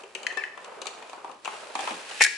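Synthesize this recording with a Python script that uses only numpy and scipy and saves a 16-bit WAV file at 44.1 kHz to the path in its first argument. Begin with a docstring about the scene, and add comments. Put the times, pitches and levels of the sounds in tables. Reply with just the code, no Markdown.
"""A bare room, where a hand caulking gun is worked along a concrete edge. Over faint air and hum, noise bands
rustle as hands and clothes, and a shoe shifts once. Noise bursts and decaying modes make the trigger's ticks,
the grip's tocks and the cartridge's knocks. The steel rod pings in decaying modes and squeaks in gliding,
stuttering tones. At the end the mechanism springs back: a loud, short steel clatter of close blows, and tones
that ring on as the room answers."""
import sys
import numpy as np
from scipy import signal
from scipy.fft import rfft, irfft, next_fast_len
from scipy.io import wavfile
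from scipy.ndimage import map_coordinates

SR = 44100
rng = np.random.default_rng(int(sys.argv[2]) if len(sys.argv) > 2 else 0)


def int16_out(signal):
    """Quantize to a 16-bit WAV file."""
    q = np.round(np.clip(np.atleast_2d(signal).T, -1, 1) * 32767)
    wavfile.write(sys.argv[1], SR, q.astype(np.int16))


N = 104869  # length in samples
CLOCK = np.arange(N) / SR  # s, the whole scene
T = np.arange(SR // 2) / SR  # s, time since a contact
HEAD = SR // 200  # samples: the first 5 ms, which set a contact's level


def amp(db):
    """Decibels to a linear gain."""
    return 10 ** (np.asarray(db) / 20)


def rms(x):
    """Root mean square level, never quite zero."""
    return np.sqrt(np.mean(x ** 2) + 1e-20)


def along(points, hz):
    """Read a curve of (f/Hz, value) points on a log frequency axis."""
    f, value = np.transpose(points)
    return np.interp(np.log(hz + 1), np.log(f + 1), value)


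def filtered(x, response):
    """Shape the spectrum of x by a gain that depends on frequency."""
    n = x.shape[-1]
    padded = next_fast_len(n + 8192)
    spectrum = rfft(x, padded) * response(np.fft.rfftfreq(padded, 1 / SR))
    return irfft(spectrum, padded)[..., :n]


def noise(colour, width, size):
    """Coloured stereo noise, its mid at rms 1; width is side over mid."""
    white = rng.standard_normal((2, size))
    mid, side = filtered(white, lambda hz: amp(along(colour, hz)))
    return np.array([mid + width * side, mid - width * side]) / rms(mid)


def wobble(rate):
    """A smooth random curve with rate knots a second."""
    knots = rng.standard_normal(4096)
    return map_coordinates(knots, [CLOCK * rate], mode="wrap")


def pan(db):
    """Gains that set left over right by db, half on each side."""
    return amp([[db / 2], [-db / 2]])


def add(track, s, sound):
    """Mix a sound into the track at s seconds."""
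    part = track[:, max(0, round(s * SR)):][:, :sound.shape[-1]]
    part += sound[:, :part.shape[1]]


def soft_start(attack):
    """Exponential rise of a contact, attack in s."""
    return 1 - np.exp(-T / attack)


def burst(colour, t60, attack, width):
    """Decaying coloured noise, like the densely packed, heavily damped modes of a dull contact."""
    x = noise(colour, width, size=len(T)) * amp(-60 * T / t60) * soft_start(attack)
    return x / rms(x[:, :2 * HEAD]) / np.sqrt(2)


def ring(modes, spread):
    """Sum of decaying sine modes, each reaching left and right in its own phase."""
    x = np.zeros((2, len(T)))
    for hz, db, t60 in modes:
        offset = spread * rng.normal() * np.array([[1], [-1]])
        phase = rng.uniform(0, 2 * np.pi) + offset
        x += amp(db - 60 * T / t60) * np.sin(2 * np.pi * hz * T + phase)
    return x * soft_start(0.0008)


DETUNE = 0.0077  # fraction: the changing grip shifts each mode a little from blow to blow


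def struck(modes, spread):
    """A struck part: slightly detuned modes, at rms 1 over the first 5 ms."""
    detuned = [(hz * (1 + DETUNE * rng.normal()), db, t60) for hz, db, t60 in modes]
    x = ring(detuned, spread)
    return x / rms(x[:, :HEAD])


def tilted(modes, tilt_db):
    """The same modes, brighter or duller by dB per octave according to where the blow lands."""
    lowest_hz = modes[0][0]
    return [(hz, db + tilt_db * np.log2(hz / lowest_hz), t60) for hz, db, t60 in modes]


SNAP_T60, SNAP_DB = 0.004, -6  # s; dB relative to the crack's decay


def crack(colour, t60):
    """Steel meets steel: an instant snap over a short bright decay."""
    decay = burst(colour, t60, attack=0.00024, width=0.63)
    snap = burst(colour, SNAP_T60, attack=0.00016, width=0.59)
    return decay + amp(SNAP_DB) * snap


# how long the bare walls hold each frequency (f/Hz, t60/s)
ROOM_DECAY = [(150, 1), (600, 0.42), (2000, 0.55), (5000, 0.63), (11000, 0.39)]
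# gain on the side of the reverb (f/Hz, side over mid as a ratio)
ROOM_SPREAD = [(150, 0.2), (500, 0.23), (1200, 0.88), (4000, 0.74)]


def in_room(x, wet_db):
    """Add the answer of bare walls: a noise tail in which each frequency dies at its own speed."""
    hz, t, z = signal.stft(rng.standard_normal((2, SR * 3 // 4)), SR, nperseg=256)
    decay = amp(-60 * t / along(ROOM_DECAY, hz)[:, None])
    mid, side = signal.istft(z * decay, SR, nperseg=256)[1]
    side = filtered(side, lambda f: along(ROOM_SPREAD, f))
    build_up = 1 - np.exp(-np.arange(len(mid)) / SR / 0.0033)
    tail = np.array([mid + side, mid - side]) * build_up
    mono = x.mean(0)[None]
    wet = signal.fftconvolve(mono, tail / np.linalg.norm(mid), axes=1)[:, :x.shape[1]]
    return x + amp(wet_db) * pan(0.31) * wet


# colour of the still air (f/Hz, relative level/dB)
AIR_COLOUR = [(20, -18), (45, -14), (100, 1.5), (300, 15), (800, 12.5), (2000, -14), (10000, -58)]
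AIR_DB, HUM_HZ, HUM_DB = -60.5, 59, -82.5


def room_tone():
    """Faint still air as dark noise, with a trace of hum as one steady sine."""
    hum = amp(HUM_DB) * np.sqrt(2) * np.sin(2 * np.pi * HUM_HZ * CLOCK)
    return amp(AIR_DB) * noise(AIR_COLOUR, width=0.42, size=N) + hum


# rustle envelope of hands and clothes (t/s, level of the lows/dB, treble level before its trim/dB)
RUSTLE_MOVES = [(0, -44, -55), (.12, -56, -62.5), (.2, -44, -55.5), (.52, -48, -62), (0.679, -44.5, -58),
                (1.149, -46, -55.5), (1.311, -47.5, -60), (1.42, -64.5, -61), (1.53, -42.5, -48),
                (1.72, -45.5, -50.5), (1.84, -39, -42), (2.05, -47.5, -47.5), (2.19, -46.5, -41),
                (2.36, -72, -48)]
# colour of hands rubbing on the gun (f/Hz, relative level/dB)
RUB_COLOUR = [(60, -42), (150, -19.5), (280, -11), (420, 1), (620, 2.5), (900, 1), (1250, -0.5), (1700, -9),
              (3000, -14.5), (6000, -49)]
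# colour of swishing clothes (f/Hz, relative level/dB)
SWISH_COLOUR = [(700, -17), (1600, 9), (2100, 4), (2500, 9), (3300, 3), (4200, 3), (6000, -2), (7600, -1.5),
                (9000, -4), (11000, -7.5)]
# colour of the shoe on the slab (f/Hz, relative level/dB)
SHOE_COLOUR = [(50, -26), (130, -12), (220, 8), (350, 12.5), (550, 3), (1000, -16), (2000, -40)]
SWISH_TRIM_DB = 4.0
SHOE_S, SHOE_DB = 1.908, -36.5


def handling():
    """Friction as noise in two bands: hands rub low, clothes swish high; a shoe shifts once."""
    s, *levels = np.transpose(RUSTLE_MOVES)
    low_db, treble_db = [np.interp(CLOCK, s, level) for level in levels]
    # a slow and a fast wobble, in dB, keep each band restless
    rub_db = low_db + 1.86 * wobble(25.13) + 1.8 * wobble(180)
    swish_db = treble_db + SWISH_TRIM_DB + 1.1 * wobble(20) + 1.36 * wobble(270)
    rub = amp(rub_db) * noise(RUB_COLOUR, width=0.52, size=N)
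    swish = amp(swish_db) * noise(SWISH_COLOUR, width=0.73, size=N)
    out = pan(0.24) * (rub + swish)
    add(out, SHOE_S, amp(SHOE_DB) * burst(SHOE_COLOUR, t60=0.28, attack=0.0033, width=0.17))
    return out


# low tocks as the hand works the grip (t/s, level/dB)
GRIP_TOCKS = [(.036, -34.5), (0.155, -35), (0.323, -39.5), (0.367, -35), (0.414, -39), (.772, -39),
              (0.815, -40), (2.264, -41)]
# modes of the grip (f/Hz, relative level/dB, t60/s)
GRIP_MODES = [(397.3, -3.5, 0.07), (442.4, 1.5, 0.035), (538, -11, 0.071)]


def grip():
    """Low tocks of the handle: a few softly started modes."""
    out = np.zeros((2, N))
    for s, db in GRIP_TOCKS:
        add(out, s, amp(db) * struck(GRIP_MODES, spread=0.17) * soft_start(0.0021))
    return in_room(out, wet_db=-4.5)


# trigger ticks (t/s, level/dB, then body, ring and crack relative to it/dB, left over right/dB)
TRIGGER_TICKS = [(0.035, -29.5, -12.5, -11, -20, 5), (0.15, -21, -19.5, -7, -13, 5),
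                 (0.231, -32.5, -10, -5, -7.5, 4.5), (0.645, -35, -9, -9, -9, 6.5),
                 (0.817, -22.5, -13.5, -13.5, -11.5, 5.5), (0.869, -19.5, -17.5, -12.5, -10.5, 7),
                 (1.096, -32, -9, -12.5, -13, 6), (1.314, -34.5, -14, -14.5, -14, 7),
                 (1.448, -26.5, -12.5, -9.5, -11.5, 9), (1.4558, -20, -11, -9.5, -16.5, 3),
                 (1.806, -22, -12, -16, -13, -3), (1.892, -23, -12, -18, -15, 4),
                 (2.111, -23.5, -12.5, -12, -25, 1)]
# colour of the tap in the handle (f/Hz, relative level/dB)
TICK_BODY_COLOUR = [(100, -41), (280, -24), (410, -1), (600, -2.5), (850, 2.5), (1080, -4), (1450, -5.5),
                    (2200, -45)]
# colour of the tick's brief ring (f/Hz, relative level/dB)
TICK_RING_COLOUR = [(1100, -29), (1700, -5), (2150, -12), (2420, 3.5), (2650, -0.5), (3000, 2), (3250, -8),
                    (4000, -49)]
# colour of small bright cracks, also in the knocks and pings (f/Hz, relative level/dB)
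SMALL_CRACK_COLOUR = [(2400, -38), (3500, 6.5), (4400, 4.5), (5300, -1), (5900, 2.5), (7400, 2.5),
                      (9000, -6), (11000, -9.5)]


def trigger():
    """Small dry ticks, layered from damped noise: a tap in the handle, a brief ring and a crack."""
    out = np.zeros((2, N))
    for s, db, body_db, ring_db, crack_db, pan_db in TRIGGER_TICKS:
        tick = amp(body_db) * burst(TICK_BODY_COLOUR, t60=0.04, attack=0.00091, width=0.4)
        tick += amp(ring_db) * burst(TICK_RING_COLOUR, t60=0.049, attack=0.0011, width=0.59)
        tick += amp(crack_db) * crack(SMALL_CRACK_COLOUR, t60=0.032)
        add(out, s, in_room(amp(db) * pan(pan_db) * tick, wet_db=-7.0))
    return out


# cartridge knocks (t/s, level/dB, then body, ring and crack relative to it/dB, left over right/dB)
CARTRIDGE_KNOCKS = [(0.324, -27, -12.5, -13, -18, 1), (0.372, -20.5, -11, -13, -15, 3),
                    (0.575, -29.5, -6, -12.5, -22.5, 5.5), (0.856, -19.5, -15.5, -20, -19, 0),
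                    (1.024, -28.5, -14, -13.5, -21, 6), (1.131, -29, -4, -16, -16, 1.5),
                    (1.245, -25.5, -4.5, -20.5, -26, 2), (1.295, -30.5, -5.5, -25, -27, 5),
                    (1.476, -19.5, -7.5, -14, -24, 3.5), (1.753, -14.5, -10.5, -14.5, -17, 2),
                    (1.791, -20, -8.5, -10, -20, 3), (1.874, -14.5, -8, -14, -24, 0.5),
                    (1.907, -20.5, -11, -12.5, -22, 3)]
# colour of the knock's body (f/Hz, relative level/dB)
KNOCK_BODY_COLOUR = [(100, -54), (300, -9), (560, -11.5), (800, 3.5), (950, 0.5), (1100, 1), (1300, -3.5),
                     (1600, -17), (2400, -55)]
# hollow modes of the cartridge (f/Hz, relative level/dB, t60/s)
TUBE_MODES = [(791, 0.5, 0.037), (995, 1, 0.024), (1115, -1, 0.037), (1280, -9, 0.034)]
# colour of the knock's ring, also of the scrape (f/Hz, relative level/dB)
KNOCK_RING_COLOUR = [(1200, -21), (1830, 2.5), (2100, -4), (2380, 4), (2800, -4), (3300, -2), (4500, -21)]
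KNOCK_SOFTENING = 0.48  # dB less of the hollow modes per dB under the hardest knock


def cartridge():
    """Hollow knocks of the plastic cartridge in its cradle: tube modes inside damped noise."""
    out = np.zeros((2, N))
    hardest_db = max(row[1] for row in CARTRIDGE_KNOCKS)
    for s, db, body_db, ring_db, crack_db, pan_db in CARTRIDGE_KNOCKS:
        tube_db = body_db + KNOCK_SOFTENING * (db - hardest_db)
        knock = amp(body_db) * burst(KNOCK_BODY_COLOUR, t60=0.047, attack=0.0012, width=0.27)
        knock += amp(tube_db) * struck(TUBE_MODES, spread=0.64)
        knock += amp(ring_db) * burst(KNOCK_RING_COLOUR, t60=0.052, attack=0.00062, width=0.61)
        knock += amp(crack_db) * burst(SMALL_CRACK_COLOUR, t60=0.017, attack=0.00044, width=1.0)
        add(out, s, in_room(amp(db) * pan(pan_db) * knock, wet_db=-3.5))
    return out


# the rod slips in its catch (t/s, ring level/dB, crack level/dB, tilt/dB per octave, left over right/dB)
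ROD_PINGS = [(0.2665, -19, -30.5, 0, 6), (0.4371, -23.5, -50, -10, 8)]
# modes of the steel rod (f/Hz, relative level/dB, t60/s)
ROD_MODES = [(1745, 2.5, 0.019), (1940, -3.5, 0.032), (2050, -11, 0.029), (2540, -1.5, 0.024),
             (3067, -7, 0.034), (4250, -8, 0.013), (5120, -8, 0.012)]
# squeaks (t/s, length/s, start f/Hz, end f/Hz, starting level/dB, upper partial/dB, roughness/dB)
ROD_SQUEAKS = [(.298, 0.024, 1852, 1805, -33.5, -12.5, 4.5), (.3705, 0.032, 1791, 1739, -27.5, -10, 1.4),
               (.402, 0.028, 1727, 1810, -40.5, -11, 3.5), (.404, 0.0263, 2386, 2060, -40, -30, 2.5),
               (0.443, 0.049, 1930, 1894, -41.5, -22, 4.5), (.53, 0.023, 1765, 1810, -46, -25, 0.5)]
SQUEAK_UPPER = 1.48  # frequency ratio of the upper partial
SQUEAK_THIRD_DB = -15  # third harmonic, relative to the upper partial
SQUEAK_JITTER = 17.7  # Hz of pitch jitter per dB of roughness
SQUEAK_EDGE_S, SQUEAK_SAG, SQUEAK_PAN_DB = 0.0046, 90, 12  # fade in s, sag in dB/s, left over right


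def squeak(length, start_hz, end_hz, db, upper_db, rough_db):
    """Stick and slip in the catch: a gliding tone whose pitch and level stutter with roughness."""
    t = T[T < length]
    glide_hz = start_hz + (end_hz - start_hz) * t / length
    hz = glide_hz + SQUEAK_JITTER * rough_db * wobble(372)[:len(t)]
    phase = 2 * np.pi * np.cumsum(hz) / SR
    upper = np.sin(SQUEAK_UPPER * phase) + amp(SQUEAK_THIRD_DB) * np.sin(3 * phase)
    tone = np.sqrt(2) * (np.sin(phase) + amp(upper_db) * upper)
    stutter = amp(rough_db * wobble(413)[:len(t)])
    edges = np.clip(np.minimum(t, length - t) / SQUEAK_EDGE_S, 0, 1)
    level = amp(db - SQUEAK_SAG * t) * stutter / rms(stutter) * edges
    return pan(SQUEAK_PAN_DB) * level * tone


def rod():
    """The rod pings in steel modes as it slips, and squeaks as it slides through the catch."""
    out = np.zeros((2, N))
    for s, ring_db, crack_db, tilt_db, pan_db in ROD_PINGS:
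        ping = amp(ring_db) * struck(tilted(ROD_MODES, tilt_db), spread=0.57)
        ping += amp(crack_db) * burst(SMALL_CRACK_COLOUR, t60=0.024, attack=0.0013, width=0.59)
        add(out, s, pan(pan_db) * ping)
    for s, *shape in ROD_SQUEAKS:
        add(out, s, squeak(*shape))
    return in_room(out, wet_db=-8.0)


# blows of the closing clatter (t/s, body level/dB, ring level/dB, crack level/dB, ring tilt/dB per octave)
CLATTER_BLOWS = [(2.2082, -21.5, -12, -24, 1), (2.2119, -26, -22, -21.5, 8), (2.216, -28.5, -9, -22, -3),
                 (2.2207, -48, -14, -12, 16), (2.2253, -44, -20.5, -13, 7), (2.232, -59, -18.5, -22, 9),
                 (2.238, -50, -23, -12, 10), (2.2444, -57, -21.5, -17.5, 0), (2.2478, -66, -17.5, -18.5, 7),
                 (2.2638, -43, -21, -26, -4)]
# low modes of the gun's body (f/Hz, relative level/dB, t60/s)
BODY_MODES = [(498, -1, 0.032), (706, 1.5, 0.017), (847, 0, 0.039), (1075, -2, 0.035)]
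# steel frame, damped by the hand (f/Hz, relative level/dB, t60/s)
FRAME_MODES = [(1472, -9, 0.027), (1760, -2.5, 0.031), (1887, 0, 0.031), (2060, -8, 0.036),
               (2225, -2.5, 0.04), (2415, -3, 0.029), (2656, -7.5, 0.026), (3060, -14.5, 0.027)]
# colour of the steel crack (f/Hz, relative level/dB)
FRAME_CRACK_COLOUR = [(2200, -33), (3200, -3.5), (4300, 0), (4750, -5), (5350, 2), (6100, -7.5), (6800, 0),
                      (7250, -8), (7600, 1.5), (8200, -6.5), (9500, -8.5), (11000, -8)]
# tones that ring on after the clatter as the room answers (f/Hz, peak level before pan/dB, t60/s)
AFTER_TONES = [(1668, -14, 0.13), (1675, -31.5, 0.97), (1960, -36, 0.42), (2330, -32, 0.53),
               (7750, -44, 0.3)]
SCRAPE_S, SCRAPE_DB, AFTER_S = 2.2025, -21, 2.2475


def clatter():
    """The mechanism scrapes, strikes the frame in quick separate blows, and tones ring on after them."""
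    out = np.zeros((2, N))
    scrape = burst(KNOCK_RING_COLOUR, t60=0.085, attack=0.0043, width=0.6)
    add(out, SCRAPE_S, amp(SCRAPE_DB) * scrape)
    for s, body_db, ring_db, crack_db, tilt_db in CLATTER_BLOWS:
        blow = amp(body_db) * struck(BODY_MODES, spread=0.36)
        blow += amp(ring_db) * struck(tilted(FRAME_MODES, tilt_db), spread=0.44)
        blow += amp(crack_db) * crack(FRAME_CRACK_COLOUR, t60=0.021)
        add(out, s, blow)
    out = in_room(out, wet_db=-13)
    add(out, AFTER_S, ring(AFTER_TONES, spread=0.67))  # the lingering tones are added without further reverb
    return pan(2.6) * out


def small(x):
    """A small object radiates little bass: a high-pass at 202 Hz."""
    return signal.sosfilt(signal.butter(3, 202, "highpass", fs=SR, output="sos"), x)


def scene():
    """Room and handling under everything the gun does."""
    gun = grip() + trigger() + cartridge() + rod() + clatter()
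    return room_tone() + handling() + small(gun)


# the microphone's fall in the top treble (f/Hz, gain/dB)
MIC_TREBLE = [(11050, -2.5), (11500, -39), (12300, -36), (15000, -36)]
CEILING, TOP_HZ = 0.95, 15725  # full scale 1; nothing passes from TOP_HZ up


def record(dry):
    """The loudest peaks are rounded off; the microphone falls away steeply in the top treble."""
    rounded = dry / (1 + np.abs(dry / CEILING) ** 6) ** (1 / 6)
    return filtered(rounded, lambda hz: amp(along(MIC_TREBLE, hz)) * (hz < TOP_HZ))


dry = scene()
out = record(dry)
int16_out(out)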